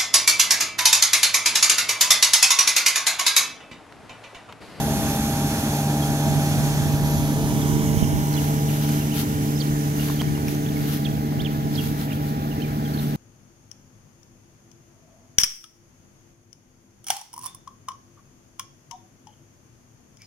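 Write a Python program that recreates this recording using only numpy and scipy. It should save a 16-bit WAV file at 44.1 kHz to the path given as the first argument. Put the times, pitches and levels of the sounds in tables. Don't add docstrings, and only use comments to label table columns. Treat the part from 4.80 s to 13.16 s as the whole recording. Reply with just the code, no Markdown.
import sys
import numpy as np
from scipy import signal
from scipy.fft import rfft, irfft, next_fast_len
from scipy.io import wavfile
from scipy.ndimage import uniform_filter1d, map_coordinates

SR = 44100
rng = np.random.default_rng(int(sys.argv[2]) if len(sys.argv) > 2 else 0)


def volts_from_decibels(level):
    exponent = np.asarray(level, float) / 20
    return 10 ** exponent


def digitize_waveform(pressure):
    field = np.atleast_2d(pressure).T
    bounded = np.clip(field, -1, 1)
    quanta = np.round(bounded * 32767).astype(np.int16)
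    wavfile.write(sys.argv[1], SR, quanta)


N = 368676

# (time [s], lag of the left port [samples])
LEFT_LAG = [(0, 2.2), (1.2, 3.6), (2, 3.9), (2.8, 7.3), (3.6, 12.9), (4.4, 13.2), (5.2, 15.4), (6, 16.3),
            (6.8, 15.8), (8.36, 17)]


def unit(x):
    return x / np.sqrt(np.mean(x ** 2) + 1e-20)


def along(points, hz):
    f, v = np.transpose(points)
    return np.interp(np.log(hz + 1), np.log(f + 1), v)


def curves(rows):
    s, *cols = np.transpose(rows)
    return [np.interp(np.arange(N) / SR, s, c) for c in cols]


def wobble(rate):
    at = np.arange(0, N + 32, 32)
    knots = rng.standard_normal(int(N * rate / SR) + 4)
    return np.interp(np.arange(N), at, map_coordinates(knots, [at * rate / SR]))


def filtered(x, response):
    m = next_fast_len(N + 8192)
    return irfft(rfft(x, m) * response(np.fft.rfftfreq(m, 1 / SR)), m)[..., :N]


def noise(spectrum):
    closed = [(1, -120)] + spectrum + [(SR / 2, -120)]
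    return unit(filtered(rng.standard_normal(N), lambda hz: volts_from_decibels(along(closed, hz))))


def swells(s, db, half_s):
    power = np.zeros(N)
    for at, level_db, half in zip(s, db, half_s):
        first = max(round((at - 3 * half) * SR), 0)
        i = np.arange(first, min(round((at + 3 * half) * SR), N))
        power[i] += volts_from_decibels(2 * level_db) * np.exp(-((i / SR - at) / half) ** 2)
    return power


def at_ports(pair, left, right, alike, bounce=0):
    # (frequency [Hz], phase [rad])
    port_phase = [(1500, 0), (3000, .8), (6000, 1.2), (10000, .5), (15000, 0)]

    def colour(points, hz):
        return volts_from_decibels(along([(600, -6)] + points[:-1], hz))

    def heard_right(hz):
        share = np.clip(along(alike, hz), 0, 1)
        comb = 1 - bounce * np.exp(-2j * np.pi * hz * 0.001023 - (hz / 6000) ** 2)
        port = colour(right, hz) * comb * np.exp(1j * along(port_phase, hz))
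        return port * np.array([share, np.sqrt(1 - share ** 2)])

    left_port = filtered(pair[0], lambda hz: colour(left, hz))
    return unit(np.array([left_port, filtered(pair, heard_right).sum(axis=0)]))


def patchy(depth_db):
    z = signal.stft(rng.standard_normal((2, N)), nperseg=512)[2]
    field = uniform_filter1d(rng.standard_normal(z.shape[1:]), 8, 0)
    field = uniform_filter1d(field, 12, 1)
    return signal.istft(z * volts_from_decibels(depth_db * unit(field)), nperseg=512)[1][:, :N]


def blower():
    # (time [s], rate [Hz])
    blade_rate = [(0, 72.7), (.9, 72.8), (1.4, 73.1), (2.4, 73.5), (2.7, 73.55), (3.15, 73.9), (3.7, 73.75),
                  (4.1, 73.6), (4.6, 73.3), (5.4, 73.5), (5.9, 73.4), (6.5, 73.5), (8.36, 73.6)]
    # (time [s], drone level [dB], chute whine level [dB])
    order_levels = [(0.0, -29, -32), (0.11, -27.5, -36), (0.23, -31.5, -35.5), (0.67, -26, -35.5),
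                    (0.77, -32, -37.5), (1.05, -23.5, -34), (1.35, -24.5, -36), (1.53, -22.5, -35.5),
                    (2.23, -23, -39.5), (2.96, -25, -42.5), (3.35, -24, -40), (4.12, -23, -41.5),
                    (4.45, -29, -45), (4.87, -23.5, -47), (5.59, -28, -45.5), (6.33, -27, -44),
                    (7.89, -30, -45), (8.36, -25.5, -44.5)]
    # (order, level re leader [dB], leader: 0 drone, 1 third, 2 fourth order)
    low_orders = [(1, -22, 0), (5, -16, 2), (6, -10, 2)]
    # (order, level re order 11 [dB], share of the chute's swing)
    chute_orders = [(7, -18, 0), (8, -10, 1), (9, -9, .3), (10, -11, -.2), (12, -14, .5), (13, -12, 1)]
    # (time [s], level [dB])
    chute_swing = [(0, -3), (1.5, -1), (2.3, 6), (3.4, 4), (4, -1), (5.6, -5), (8.36, -7)]
    # (time [s], level [dB])
    outlet_clear = [(0, -5), (1.2, -1.5), (1.8, -7.5), (2.96, 3.5), (3.4, -1), (4.45, 1.5), (5.6, 1),
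                    (6.33, -0.5), (8.2, -6)]
    # (time [s], depth [dB], half length [s])
    chokes = [
        (0.02, 2, .06),
        (1.047, 16, .03),
        (1.726, 23, 0.015),
    ]
    # (time [s], left over right [dB])
    hand_shadow = [(0, .8), (1.75, .3), (2.75, 2.4), (3.75, 2.4), (4.3, .4), (5.2, 1.5), (6.3, 4.6),
                   (7.3, 3), (8.36, 1.8)]
    # (frequency [Hz], density [dB per Hz])
    chute_spectrum = [(400, -25), (520, -11), (650, 4), (730, -6), (810, -1.5), (950, -4.5), (1020, -32),
                      (1400, -46)]
    settle_s, shaded_from_order, right_late_samples = 1.0, 10, 2

    def slow(db):
        return uniform_filter1d(db, round(settle_s * SR), mode="nearest")

    drone_db, whine_db = curves(order_levels)
    lag, t = curves(LEFT_LAG)[0], np.arange(N) / SR
    swing_db = curves(chute_swing)[0]
    turn = 2 * np.pi * np.cumsum(curves(blade_rate)[0]) / SR

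    third_db = -30.5 - 0.17 * lag + 0.21 * (drone_db - slow(drone_db)) + 1.4 * wobble(2.6)
    choke_db = sum(db * np.exp(-((t - s) / half) ** 2) for s, db, half in chokes)
    fourth_db = -32.5 + curves(outlet_clear)[0] - choke_db + 0.27 * wobble(6.6)
    low_db = drone_db, third_db, fourth_db

    orders = list(zip((2, 3, 4), low_db)) + [(11, whine_db)]
    for k, db, leader in low_orders:
        orders.append((k, low_db[leader] + db + 2 * wobble(3.73)))
    for k, db, share in chute_orders:
        flutter_db = 2.5 * wobble(14) + 2 * wobble(3.91)
        orders.append((k, whine_db + db + share * swing_db + flutter_db))

    def line(k, db):
        smear = -.075 * k * k
        phase = k * turn + smear + 0.074 * k * wobble(8)
        return -np.sqrt(2) * volts_from_decibels(db) * np.cos(phase)

    shade = volts_from_decibels(curves(hand_shadow)[0] * [[.5], [-.5]])
    open_tone = sum(line(k, db) for k, db in orders if k < shaded_from_order)
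    shaded_tone = sum(line(k, db) for k, db in orders if k >= shaded_from_order)

    chute_db = -41 + 0.87 * (slow(whine_db) + 39.5) + 1.0 * wobble(6.8)
    gated = unit(noise(chute_spectrum) * (1 + 0.028 * np.cos(turn)))
    chute = volts_from_decibels(chute_db + 1.46) * gated
    both = open_tone + shade * shaded_tone + casing_roar() + chute * shade ** 0.45
    return np.array([both[0], np.roll(both[1], right_late_samples)])


def casing_roar():
    # (frequency [Hz], density [dB per Hz])
    casing_spectrum = [(80, -23), (110, -11), (200, -0.5), (280, 0.5), (330, -8), (450, -10), (520, -17.5),
                       (700, -27)]
    casing_db = -25 - 0.14 * curves(LEFT_LAG)[0] + 0.42 * wobble(3.06)
    return volts_from_decibels(casing_db - 4.0) * noise(casing_spectrum)


def straw():
    # (time [s], level [dB])
    jet_level = [(0.0, -38.5), (1.46, -40.5), (1.7, -40), (1.95, -41), (2.26, -42), (2.82, -41.5),
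                 (5.17, -45.5), (6.17, -51), (6.7, -58), (7.06, -52), (7.3, -60), (8.36, -57)]
    # (frequency [Hz], density [dB per Hz])
    ahead_left = [(1030, 5), (1720, 1), (2410, -4.5), (3450, -1.5), (4820, -5.5), (6030, -1.5), (7580, -9),
                  (9300, -5.5), (10340, -13), (11200, -6.5), (12060, 1), (14300, -9), (15680, -32)]
    ahead_right = [(1030, 1), (1210, -4), (1890, 0), (3450, 3.5), (5170, 1), (6550, 7.5), (7920, -1.5),
                   (9300, -1.5), (11540, 8), (12400, 0), (14470, -9), (15330, -10), (15680, -32)]
    # (frequency [Hz], density [dB per Hz])
    aside_left = [(1030, 7.5), (1250, 0.5), (1800, 1.5), (2250, -29), (2800, -2), (4500, -4.5), (5500, -15),
                  (6500, -5.5), (9000, -19), (10500, -7), (12000, -6.5), (14000, -12), (15500, -5),
                  (15700, -11)]
    aside_right = [(1030, 7), (1450, -9), (1900, 4), (2300, 5.5), (2600, -3), (3000, 5.5), (4300, -11),
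                   (5000, 2), (6200, 8), (8000, 0), (11500, 3), (13000, 3), (15500, -3.5), (15700, -6)]
    # (frequency [Hz], density [dB per Hz])
    wash_left = [(1030, 2.5), (1720, 7), (2760, -7), (7060, -9), (8960, -12.5), (10850, -27), (13260, -26),
                 (15330, -20), (15680, -37)]
    wash_right = [(1030, 7), (3270, -1.5), (5340, -4), (5860, -5), (8270, -25), (9650, -20), (12060, -2),
                  (15160, -2.5), (15680, -43)]
    # (frequency [Hz], coherence [0-1])
    jet_alike = [(1000, .95), (1600, .85), (2500, .6), (5000, .42), (15000, .38)]
    wash_alike = [(1000, .95), (1600, .85), (2500, .4), (15000, .4)]

    level_db, = curves(jet_level)
    shade_db = 3 + 0.7 * np.maximum(-52 - level_db, 0)
    jet = patchy(depth_db=0.7)
    ahead = at_ports(jet, ahead_left, ahead_right, jet_alike, bounce=.4)
    aside = at_ports(jet, aside_left, aside_right, jet_alike)
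    turned = np.clip((curves(LEFT_LAG)[0] - 5.5) / 2.2, 0, 1)
    hiss = (1 - turned) * ahead + turned * aside
    wash = at_ports(patchy(depth_db=1.1), wash_left, wash_right, wash_alike, bounce=0.093)
    puffs_db = .5 * wobble(4.96) + .5 * wobble(16)
    hiss_db = level_db + 7.5 + puffs_db + np.array([shade_db, 0 * shade_db])
    return volts_from_decibels(hiss_db) * hiss + volts_from_decibels(-40.5) * wash


def steps():
    # (time [s], level [dB], half length [s])
    treads = [(3.597, -39, 0.15), (3.945, -35.5, 0.075), (4.043, -35.5, 0.048), (4.09, -29.5, .012),
              (4.164, -36.5, 0.062), (4.39, -26.5, 0.031), (4.5, -40.5, 0.16), (5.214, -34.5, 0.041),
              (5.29, -31.5, 0.036), (5.387, -38, 0.035), (5.72, -38, .04), (6.01, -39.5, 0.059),
              (6.123, -33, 0.059), (6.158, -36, .018), (6.75, -44, 0.05), (7.018, -36, 0.076),
              (7.204, -36.5, 0.04), (7.332, -42.5, 0.033), (7.46, -41, 0.044), (8.227, -40, 0.1)]
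    # (frequency [Hz], density [dB per Hz])
    tread_left = [(1030, -3), (1380, 6.5), (1890, -1.5), (3450, 2), (6550, -4), (7750, -8), (12230, 3),
                  (15200, -2.5), (15680, -27.5)]
    tread_right = [(1030, -7), (1380, -18), (1720, -13), (2930, 6), (6370, 0), (8960, -8.5), (12230, 7),
                   (15200, -3), (15680, -18.5)]
    shuffle_db = -48.5

    struck = rng.random((2, N)) < .04
    ticks = struck * volts_from_decibels(2.3 * rng.exponential(size=(2, N))) * rng.standard_normal((2, N))
    grains = unit(ticks) + 1.17 * rng.standard_normal((2, N))
    brush = at_ports(grains, tread_left, tread_right, [(1000, 0.19)])
    fade_in = np.clip((np.arange(N) / SR - 3.3) / 0.26, 0, 1)
    level = np.sqrt(swells(*np.transpose(treads)) + volts_from_decibels(2 * shuffle_db))
    level = level * volts_from_decibels(1.6 * wobble(35) + .4 * wobble(15)) * fade_in
    return level * brush * volts_from_decibels([[0], [-3.5]])


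def stalk_snaps():
    # (time [s], peak level [dB], knock level [dB], ring time [ms], stalk pitch [Hz])
    breaks = [ (4.0897, -22, -16, .2, 4200), (5.2772, -27, -16, .3, 6500), (5.2872, -26, -5, .3, 1900),
              (5.2982, -25, -10, .2, 1800), (5.2994, -22, -5, .2, 1500), (5.3011, -22, -8, .2, 1550),
              (5.3023, -27, -12, .15, 1700), (5.4131, -16, -8, .25, 1500), (5.4179, -13.5, -10, .22, 1950),
              (5.4944, -28, -12, .2, 5200), (5.5774, -27, -1, .2, 2200), (5.671, -31, -20, .5, 2750),
              (5.6829, -19, -20, .7, 2400), (5.694, -31, -20, .5, 5700), (5.7105, -30, -14, .15, 3000),
              (5.717, -31, -20, .4, 5900), (5.7494, -24, -14, .3, 5900), (5.909, -28, -20, .5, 2700),
              (5.921, -29, -20, .4, 2600), (5.938, -28, -20, .3, 2900), (6.017, -28, -20, .6, 2000),
              (6.524, -30, -2, .4, 1300), (6.531, -30, -12, .15, 3800), (6.619, -29, -20, .9, 2250),
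              (7.0194, -27, -14, .2, 4500)]
    out = np.zeros((2, N))
    t = np.arange(SR // 100) / SR
    for s, db, knock_db, ring_ms, hz in breaks:
        pan_db = 3 + .3 * knock_db
        mode_hz = np.minimum(hz * np.array([[1], [2.33], [4.6]]), 12500)
        modes = np.sum([[.9], [.8], [.35]] * np.sin(2 * np.pi * mode_hz * t), axis=0)
        u = 1000 * t / ring_ms
        crack = modes * u * np.exp(1 - u)
        knock_hz = 950 * volts_from_decibels(rng.normal(0, 1.18))
        knock = volts_from_decibels(knock_db + 6.5 - 60 * t / 0.0065) * np.sin(2 * np.pi * knock_hz * t)
        gain = volts_from_decibels(db - 1.5 + np.array([[pan_db], [-pan_db]]) / 2)
        out[:, round(s * SR):][:, :len(t)] += gain * (.55 * crack + knock)
    return out


def call_contours():
    # (time [s], length [s], start pitch [Hz], end pitch [Hz], peak level [dB])
    glides = [ (0.349, .02, 3580, 3450, -38), (1.22, .021, 3296, 3200, -34), (3.176, .016, 2850, 3600, -40),
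              (3.527, .006, 4700, 3900, -37), (3.538, .006, 5500, 3900, -32),
              (3.548, .009, 4050, 3950, -33), (4.755, .016, 4900, 5250, -37),
              (4.776, .011, 3700, 3950, -40), (5.368, .01, 4100, 3100, -42), (5.884, .011, 3800, 3100, -37),
              (6.938, .008, 5500, 3300, -38), (6.973, .005, 4200, 3000, -35),
              (7.282, .007, 3000, 2000, -37), (6.244, .005, 4900, 4000, -38),
              (7.819, .008, 4400, 3800, -40), (8.138, .011, 4750, 4050, -38),
              (4.787, .011, 6700, 4200, -33), (8.05, .02, 3350, 3100, -41), (8.197, .005, 3300, 2200, -40),
              (4.811, .008, 4900, 4000, -34), (5.958, .017, 2250, 2180, -36),
              (5.476, .014, 2200, 2280, -38)]
    # (time [s], length [s], top pitch [Hz], ends over the top [ratio], peak level [dB])
    arches = [
        (4.203, .026, 2970, .84, -37),
        (5.394, .021, 3330, .86, -28),
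        (7.711, .02, 3050, .85, -39),
    ]
    # (time [s], pitch [Hz], peak level [dB])
    peeps = [
        (4.376, 3100, -38),
        (5.193, 2850, -32),
        (5.213, 2900, -37),
        (5.223, 2900, -38),
        (5.317, 3750, -39),
        (5.361, 4600, -40),
        (5.551, 2900, -39),
    ]
    # (time [s], pitch [Hz], level [dB])
    twitters = [
        [(2.811, 3700, -38), (2.815, 4000, -31), (2.82, 3350, -34), (2.827, 3250, -32), (2.83, 2500, -42),
         (2.838, 2850, -40)],
        [(3.225, 3000, -38), (3.232, 3200, -34), (3.243, 2950, -33), (3.251, 2550, -39)],
        [(3.561, 3700, -38), (3.565, 3400, -35), (3.576, 3350, -33), (3.581, 2850, -29), (3.589, 2950, -31),
         (3.597, 2400, -40)],
        [(3.88, 2300, -42), (3.888, 3050, -35), (3.893, 2900, -35), (3.899, 2350, -32), (3.902, 2400, -33),
         (3.907, 3000, -39)],
        [(4.29, 2350, -42), (4.312, 2650, -39), (4.324, 3050, -32), (4.332, 2900, -37), (4.344, 2450, -38),
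         (4.354, 2500, -38)],
        [(5.855, 1900, -41), (5.861, 2900, -36), (5.865, 3600, -35), (5.872, 3150, -39)],
        [(7.299, 1800, -35), (7.311, 3050, -36), (7.317, 2800, -34), (7.323, 2350, -30), (7.327, 2500, -38),
         (7.333, 3250, -35), (7.341, 3300, -37)],
        [(7.795, 2250, -42), (7.813, 2750, -37), (7.816, 2700, -46), (7.82, 3000, -33), (7.831, 3200, -38),
         (7.84, 2500, -42), (7.85, 2400, -34), (7.858, 2250, -37)],
    ]
    # (time [s], pitch [Hz], level [dB])
    warbles = [
        [(4.8, 3100, -36), (4.806, 4800, -25), (4.81, 4650, -25), (4.817, 3350, -29), (4.822, 3100, -32),
         (4.831, 3250, -36)],
        [(6.247, 2300, -34), (6.252, 3900, -27), (6.257, 3250, -25), (6.263, 3350, -28), (6.268, 2400, -35),
         (6.277, 2900, -32)],
        [(6.592, 2600, -35), (6.604, 3300, -28), (6.615, 3800, -32), (6.62, 4700, -42), (6.632, 2600, -38)],
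        [(6.645, 2600, -35), (6.65, 3450, -27), (6.653, 3500, -33), (6.659, 3250, -27), (6.668, 2650, -28),
         (6.677, 2200, -37)],
        [(6.944, 3600, -31), (6.951, 4200, -42), (6.954, 5600, -34), (6.96, 4200, -29), (6.964, 3600, -33),
         (6.971, 4200, -35)],
        [(6.977, 3150, -29), (6.991, 3300, -26), (6.996, 2750, -26), (6.999, 3400, -30), (7.003, 3250, -33),
         (7.004, 2750, -28), (7.009, 2700, -28)],
        [(8.172, 2600, -36), (8.179, 4100, -33), (8.183, 4200, -50), (8.188, 4200, -34), (8.193, 4050, -30),
         (8.197, 3500, -33), (8.201, 4050, -39), (8.206, 4200, -42)],
    ]
    turn_at, peep_s = .36, .009

    calls = [(s, length, a, a + turn_at * (b - a), b, db) for s, length, a, b, db in glides]
    calls += [(s, length, ends * hz, hz, ends * hz, db) for s, length, hz, ends, db in arches]
    calls += [(s, peep_s, hz, hz, hz, db) for s, hz, db in peeps]
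    simple = []
    for s, length, start, top, end, db in calls:
        simple.append([(s, start, db), (s + turn_at * length, top, db), (s + length, end, db)])
    return simple + twitters + warbles


def bird():
    song, flutter = np.zeros(N + SR), wobble(180)
    for contour in call_contours():
        at, glide_hz, glide_db = np.transpose(contour)
        s, length = at[0], at[-1] - at[0]
        u = np.arange(round(length * SR)) / (length * SR)
        db = np.interp(s + u * length, at, glide_db)
        pitch = np.interp(s + u * length, at, glide_hz)
        pitch = uniform_filter1d(pitch, size=70, mode="nearest")
        pitch = pitch * (1 + .015 * flutter[round(s * SR):][:len(u)])
        tone = np.sin(2 * np.pi * np.cumsum(pitch) / SR)
        song[round(s * SR):][:len(u)] += volts_from_decibels(db) * np.sin(np.pi * u) ** .25 * tone
    song = song[:N] * volts_from_decibels(1.2 * wobble(230))

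    scatter = SR // 60
    twigs = rng.standard_normal(scatter) * volts_from_decibels(-30 * np.arange(scatter) / scatter)
    song = .95 * song + .36 * signal.fftconvolve(song, twigs / np.linalg.norm(twigs))[:N]

    t = np.arange(SR // 5) / SR
    tail = rng.standard_normal((2, len(t))) * volts_from_decibels(-60 * t / 0.3)
    tail[:, [round(.029 * SR), round(.058 * SR)]] = 5, 17
    echo = signal.fftconvolve(song[None], tail / np.linalg.norm(tail[0]), axes=1)[:, :N]
    return song * volts_from_decibels([[-14.5], [2]]) + echo * volts_from_decibels([[-21], [-8.5]])


def ground_swell():
    return volts_from_decibels(-34.5 - 0.3 * curves(LEFT_LAG)[0] + wobble(9))


def ground_rumble(swell):
    # (frequency [Hz], density [dB per Hz])
    ground_spectrum = [(20, -30), (35, -19), (48, -4), (60, -12), (75, -2), (100, -3.5), (125, -4),
                       (160, -7)]
    return 1.63 * swell * noise(ground_spectrum)


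def wind(swell):
    # (time [s], level [dB], port [1 left, -1 right], half length [s])
    gust_table = [(0, -34, 0, 0.03), (0.142, -36, 1, 0.1), (1.325, -29, 1, 0.033),
                  (1.536, -21.5, -1, 0.053), (1.78, -27, -1, 0.076), (2.046, -25.5, -1, 0.19),
                  (2.375, -27.5, -1, 0.088), (2.73, -24, -1, 0.043), (3.023, -22.5, -1, 0.39),
                  (3.352, -19.5, -1, 0.035), (3.84, -35, 1, 0.084), (4.58, -39, -1, .1),
                  (5.492, -24.5, 1, 0.039), (5.683, -31, -1, 0.089), (5.99, -29, -1, 0.057),
                  (6.334, -31, -1, 0.075), (7.07, -31, -1, 0.056), (6.587, -23, -1, 0.035),
                  (6.838, -27, -1, 0.083)]
    # (frequency [Hz], density [dB per Hz])
    buffet_spectrum = [(20, -24), (35, -11), (50, -3), (90, 6), (200, 0.5), (400, -15.5), (600, -65)]
    # (time [s], peak level [dB], width [s])
    pops = [
        (3.1734, -11, .0012),
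        (3.2267, -3, 0.0009),
        (3.328, -14, .0007),
    ]

    s, db, port, half_s = np.transpose(gust_table)
    left_power = swells(s, db - 30 * (port < 0), half_s)
    right_power = swells(s, db - 30 * (port > 0), half_s)
    struck = np.sqrt([left_power, right_power])
    buffet = np.array([unit(noise(buffet_spectrum) * volts_from_decibels(1.5 * wobble(16))) for _ in range(2)])
    out = (struck + 0.23 * swell) * buffet
    for s, db, width in pops:
        i = round(s * SR) + np.arange(-SR // 100, SR // 50)
        u = (i / SR - s) / width
        push, recoil = np.exp(-u ** 2), np.exp(-((u - 2.8) / 1.5) ** 2)
        out[1, i] += volts_from_decibels(db) * (push - 0.8 * recoil)
    return out


def scene():
    swell = ground_swell()
    machine = blower() * volts_from_decibels([[-.15], [.15]]) + straw() + ground_rumble(swell)
    heard_at = np.arange(N) - 1.08 * curves(LEFT_LAG)[0] - 1.4
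    machine[0] = map_coordinates(machine[0], [heard_at], mode="nearest")
    return machine + steps() + stalk_snaps() + bird() + wind(swell)


def band_limit(x):
    return signal.sosfilt(signal.butter(12, 15900, fs=SR, output="sos"), x)


def record(dry):
    top_hz = 15780
    mix = filtered(dry, lambda hz: hz < top_hz)
    return band_limit(mix)


dry = scene()
out = record(dry)
digitize_waveform(out)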